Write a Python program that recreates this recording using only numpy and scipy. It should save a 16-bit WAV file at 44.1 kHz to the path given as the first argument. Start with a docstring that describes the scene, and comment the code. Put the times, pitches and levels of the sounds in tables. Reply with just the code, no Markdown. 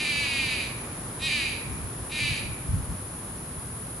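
"""A harsh caw from a night heron up on a branch, then two more, each sagging in pitch and turning ragged:
trains of sharp pulses and puffs of air ring the bird's throat. Near trunks echo them and the wood
answers with a soft tail. All around, insects hiss steadily near 10 kHz, over a distant wash and a
low rumble. Right at the microphone, a few light puffs of air brush past."""
import sys
import numpy as np
from scipy import signal
from scipy.fft import rfft, irfft, next_fast_len
from scipy.io import wavfile
from scipy.ndimage import map_coordinates

SR = 44100
rng = np.random.default_rng(int(sys.argv[2]) if len(sys.argv) > 2 else 0)


def waveform_to_disk(signal):
    """Save audio, clipped to [-1, 1], as 16-bit WAV at the path in sys.argv[1]."""
    frames = np.transpose(np.atleast_2d(signal))
    scaled = np.clip(frames, -1, 1) * 32767
    samples = np.round(scaled).astype(np.int16)
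    wavfile.write(sys.argv[1], SR, samples)


N = 176400  # 4 s


def amp(db):
    """Decibels to gain."""
    return 10 ** (np.asarray(db) / 20)


def unit(x):
    """Scale to rms 1."""
    return x / np.sqrt(np.mean(x ** 2) + 1e-20)


def along(points, hz):
    """Read (frequency [Hz], value) points at hz, on a log axis."""
    freqs, values = np.transpose(points)
    return np.interp(np.log(hz + 1), np.log(freqs + 1), values)


def curves(rows):
    """One value per sample for each column after the time."""
    times, *columns = np.transpose(rows)
    return [np.interp(np.arange(N) / SR, times, column) for column in columns]


def wobble(rate):
    """A smooth random curve, rate knots a second."""
    return map_coordinates(rng.standard_normal(2048), [np.arange(N) * rate / SR], mode="wrap")


def filtered(x, response):
    """Filter x by a gain given as a function of frequency."""
    size = next_fast_len(N + SR // 2)
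    return irfft(rfft(x, size) * response(np.fft.rfftfreq(size, 1 / SR)), size)[..., :N]


def pan(db):
    """Left and right gains for a level difference, left minus right."""
    return amp(np.array([[db / 2], [-db / 2]]))


def rush(spectrum, alike):
    """Stereo noise of rms 1 with a given colour and left-right likeness."""
    def mid_side_gains(hz):
        angle = np.arccos(np.clip(along(alike, hz), -1, 1)) / 2
        return amp(along(spectrum, hz)) * [np.cos(angle), np.sin(angle)]
    mid, side = filtered(rng.standard_normal((2, N)), mid_side_gains)
    return unit(np.array([mid + side, mid - side]))


def rumble():
    """A steady low rumble, nearly the same on both sides of the microphone."""
    # rumble spectrum (frequency [Hz], relative density [dB])
    spectrum = [(15, -26), (30, -22.5), (55, -0.5), (80, -4), (115, 0), (170, -4), (205, -10.5),
                (235, -4.5), (270, -14.5), (400, -20), (800, -43)]
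    # stereo image (frequency [Hz], left-right likeness [0-1])
    alike = [(30, 0.96), (130, 0.99), (300, 0.95)]
    return amp(-40.5) * rush(spectrum, alike)


def wash():
    """An even wash far off, wide in the treble, that slowly eases."""
    # wash spectrum (frequency [Hz], relative density [dB])
    spectrum = [(60, -4.5), (200, 2), (330, 3.5), (500, 0), (720, -2.5), (1100, -1), (1600, -5.5),
                (2400, -11), (4000, -15), (8000, -17), (12500, -75)]
    # stereo image (frequency [Hz], left-right likeness [0-1])
    alike = [(200, 1), (450, 0.86), (1000, .45), (2500, 0.1), (8000, 0.067)]
    # slow fade (time [s], level [dB])
    fade = [(0, -40), (1.9, -41.5), (2.6, -42.5), (4, -43.5)]
    level_db, = curves(fade)
    return pan(db=-1.3) * amp(level_db) * rush(spectrum, alike)


def insects():
    """Many insects around the microphone merge into one high, faintly fluttering hiss."""
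    # hiss spectrum (frequency [Hz], relative density [dB])
    spectrum = [(6000, -37), (7050, -18), (7800, -31), (8500, -19), (9200, -9.5), (9900, -1.5),
                (10400, 1.5), (10850, -2), (11400, -12), (12000, -41), (12600, -34)]
    level_db = -40 + .5 * wobble(rate=40)
    return pan(db=2) * amp(level_db) * rush(spectrum, alike=[(10000, 0.039)])


def air_puffs():
    """Light puffs of air brush the microphone, with two soft bumps in the strongest."""
    # puffs (time [s], half length [s], level [dB])
    puffs = [(1.713, .04, -34.5), (1.84, 0.034, -37), (2.019, 0.018, -38), (2.242, 0.02, -30),
             (2.317, 0.02, -30), (2.474, 0.05, -33.5), (2.729, 0.042, -28.5), (2.79, 0.035, -30),
             (2.912, 0.023, -29.5), (3.59, 0.012, -37)]
    # puff spectrum (frequency [Hz], relative density [dB])
    spectrum = [(15, -22), (35, -12), (60, 2), (110, 0), (170, -4.5), (280, -17), (600, -48.5)]
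    # stereo image (frequency [Hz], left-right likeness [0-1])
    alike = [(30, .93), (100, .72), (200, .65)]
    # low bumps (time [s], pitch [Hz], envelope peak [dB])
    bumps = [(2.70, 51.7, -27), (2.739, 96.6, -17.5)]
    bump_half_s, side_phase_rad = 0.011, np.array([[.25], [-.25]])
    t = np.arange(N) / SR
    power = sum(amp(db) ** 2 * np.exp(-((t - at) / half_s) ** 2) for at, half_s, db in puffs)
    sound = np.sqrt(power) * rush(spectrum, alike)
    for at, hz, db in bumps:
        envelope = amp(db) * np.exp(-((t - at) / bump_half_s) ** 2)
        sound += envelope * np.sin(2 * np.pi * hz * (at - t) + side_phase_rad)
    return sound


def wood(x):
    """Scattered echoes from near trunks, and a tail that rings longest near 2 kHz."""
    # reverberation of the wood (frequency [Hz], time to fall 60 dB [s])
    decay = [(1000, 0.98), (2100, 1.3), (2400, 0.93), (2750, 0.62), (4500, 0.58), (9000, 0.27)]
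    # starting colour of the tail (frequency [Hz], relative level [dB])
    colour = [(1500, 2), (2150, -4.5), (2400, 1.5), (2700, 1.5), (4000, 5.5), (8000, -1)]
    tail_db, trunks_db, build_s = -6.5, -11, 0.0071
    hz, t, noise = signal.stft(rng.standard_normal((2, SR)), SR, nperseg=512)
    fade_db = along(colour, hz)[:, None] - 60 * t / along(decay, hz)[:, None]
    tail = signal.istft(noise * amp(fade_db) * (1 - np.exp(-t / build_s)), SR, nperseg=512)[1]
    answer = amp(tail_db) * tail / np.linalg.norm(tail[0])
    for side in answer:
        delays_s, sizes = rng.uniform(.003, .05, size=24), rng.standard_normal(size=24)
        side[(delays_s * SR).astype(int)] += amp(trunks_db) * sizes / np.linalg.norm(sizes)
    return signal.fftconvolve(x[None], answer, axes=1)[:, :N]


def clicks(at, sizes):
    """Sharp pulses (windowed sincs) at fractional sample positions."""
    taps = np.floor(at).astype(int)[:, None] + np.arange(-7, 9)
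    offset = taps - at[:, None]
    shape = np.sinc(offset) * np.cos(np.pi * offset / 16) ** 2
    return np.bincount(np.clip(taps, 0, N).ravel(), (shape * sizes[:, None]).ravel(), N + 1)[:N]


def rasp(pitch, roughness):
    """One pulse a cycle; roughness makes the pulses uneven and adds a puff of air to each."""
    # pulse colour (frequency [Hz], gain [dB])
    pulse_colour = [(3000, -1), (3800, 0.5), (4800, 0), (6000, 2), (10000, 2.5)]
    # the air hisses above the pulses (frequency [Hz], gain [dB])
    air_colour = [(2000, 1), (4500, 5), (5800, 16), (9000, 19)]
    jitter_cycles, scatter_db = .02, 2  # random timing and size at full roughness
    limp_cycles, limp_db = .012, 2.5  # pulses alternate late and weak, early and strong
    quaver = 1 + 0.00279 * wobble(rate=60)
    cycles = np.cumsum(pitch * quaver) / SR
    count = np.arange(1, int(cycles[-1]))
    at = np.interp(count, cycles, np.arange(N))
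    ragged, period = roughness[at.astype(int)], SR / pitch[at.astype(int)]
    alternate = (-1.) ** count
    jitter, scatter = rng.standard_normal((2048, 2))[:len(at)].T
    late_cycles = ragged * (jitter_cycles * jitter + limp_cycles * alternate)
    size_db = ragged * (scatter_db * scatter - limp_db * alternate / 2)
    pulses = unit(clicks(at + late_cycles * period, amp(size_db)))
    puff_envelope = np.exp(-3 * (cycles % 1))
    air = unit(rng.standard_normal(N) * puff_envelope) * amp(-17) * 2 * roughness
    return (filtered(pulses, lambda hz: amp(along(pulse_colour, hz)))
            + filtered(air, lambda hz: amp(along(air_colour, hz))))


def throat(x, resonances, rise=0):
    """Ring the throat's resonances, all raised in frequency by the share rise."""
    size = next_fast_len(N + SR // 2, True)
    gain = amp(along(resonances, np.fft.rfftfreq(size, 1 / SR) / (1 + rise)))
    cepstrum = irfft(np.log(gain), size)
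    fold = 1 + np.sign(np.fft.fftfreq(size))  # minimum phase: the ringing follows each pulse
    response = np.exp(rfft(cepstrum * fold))
    return unit(irfft(rfft(x, size) * response, size)[:N])


def caw(rows, tightness, tight_until, rise):
    """Rasping pulses ring a throat that starts more or less tight and relaxes."""
    # resonances and valleys of the relaxed throat (frequency [Hz], relative gain [dB])
    relaxed_throat = [(700, -52), (1450, -26.5), (1720, -8.5), (2020, -7.5), (2380, 5), (2620, -1),
                      (2900, -3), (3200, -10), (3450, -14), (3800, -6.5), (4300, -12.5), (4700, -7),
                      (5000, -16.5), (5350, -25.5), (6300, -22), (7500, -25), (8300, -26), (10000, -29),
                      (12500, -92)]
    # the tighter throat at the start of a caw (frequency [Hz], relative gain [dB])
    tight_throat = [(700, -32), (1500, -24), (1870, -4), (2200, -12), (2500, 5), (2820, -7), (3130, -0.5),
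                    (3450, -6), (3780, 3.5), (4100, -1), (4420, -14), (4720, -8.5), (5100, -14),
                    (6300, -21), (6900, -28), (7600, -14), (9500, -25), (12500, -58)]
    relax_s, trim_db = 0.0048, -2.5
    t = np.arange(N) / SR
    pitch, level_db, roughness = curves(rows)
    source = rasp(pitch, np.clip(roughness, 0, 1))
    tight = tightness * (1 - np.tanh((t - tight_until) / relax_s)) / 2
    voice = np.sqrt(1 - tight) * throat(source, relaxed_throat, rise)
    voice += np.sqrt(tight) * throat(source, tight_throat)
    sounding = (t >= rows[0][0]) & (t <= rows[-1][0])
    return voice * amp(level_db + trim_db) * sounding


def heron():
    """Three caws from the branch with their echoes; their body lies a little right of the microphone."""
    # course of each caw (time [s], pitch [Hz], relative level [dB], roughness [full at 1])
    caws = [
        [(0, 300.6, -28, 0.5), (.033, 303.3, -28, 0.26), (.052, 292.8, -27.5, 0.7), (.095, 296.6, -27.5, 0.2),
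         (.13, 288.6, -27, 0.03), (.21, 288.3, -26.5, 0.14), (.245, 283.9, -26, 0.04), (.265, 277.6, -29, 0.35),
         (.30, 278.3, -29, 0.1), (.34, 274.2, -27.5, 0.16), (.41, 268.4, -27, 0), (.455, 261.6, -28.5, 0),
         (.53, 252.6, -27, 0), (.585, 240.9, -32.5, 0), (.61, 237.7, -30, 0.17), (.67, 207.3, -37, 0.87),
         (.72, 180, -50, 1.04)],
        [(1.19, 214.6, -49, 0.8), (1.216, 301.5, -37.5, 0.65), (1.228, 310, -31, 0), (1.263, 318, -28, 0.1),
         (1.285, 302.3, -30, 0.8), (1.32, 297.3, -26, 0.4), (1.355, 296.5, -27, 0), (1.385, 284.7, -26.5, 0.1),
         (1.405, 277.4, -27.5, 0.1), (1.465, 263.6, -30, 0.24), (1.54, 226.7, -36, 0.3), (1.59, 186, -44, 0.9)],
        [(2.095, 224.9, -52, 1.2), (2.124, 300.4, -34, 0.3), (2.145, 306.1, -35, 0.6),
         (2.172, 302.7, -30.5, 0.57), (2.205, 297.7, -28, 0.7), (2.228, 295.4, -26.5, 0.06),
         (2.262, 294.5, -27, 0.33), (2.30, 287.5, -28.5, .35), (2.375, 262.2, -34, 1), (2.43, 227.3, -41, 1),
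         (2.47, 187.7, -44, 0.85)],
    ]
    # throat in each caw (starting tightness [0-1], held until [s], rise of relaxed resonances [share])
    throats = [(0.02, 0.013, 0.0065), (0.93, 1.272, 0.0096), (0.25, 2.165, 0.0039)]
    # stereo balance (frequency [Hz], left minus right [dB])
    balance = [(2300, -2.5), (4000, 1), (7000, 1)]
    voice = sum(caw(rows, *setting) for rows, setting in zip(caws, throats))
    return filtered(voice + wood(voice), lambda hz: amp(np.outer([.5, -.5], along(balance, hz))))


def scene():
    """The bird over the night wood's background, as heard at the microphone."""
    return heron() + insects() + wash() + rumble() + air_puffs()


def record(dry):
    """The recorder keeps nothing above 12.3 kHz."""
    return filtered(dry, lambda hz: hz < 12300)


dry = scene()
out = record(dry)
waveform_to_disk(out)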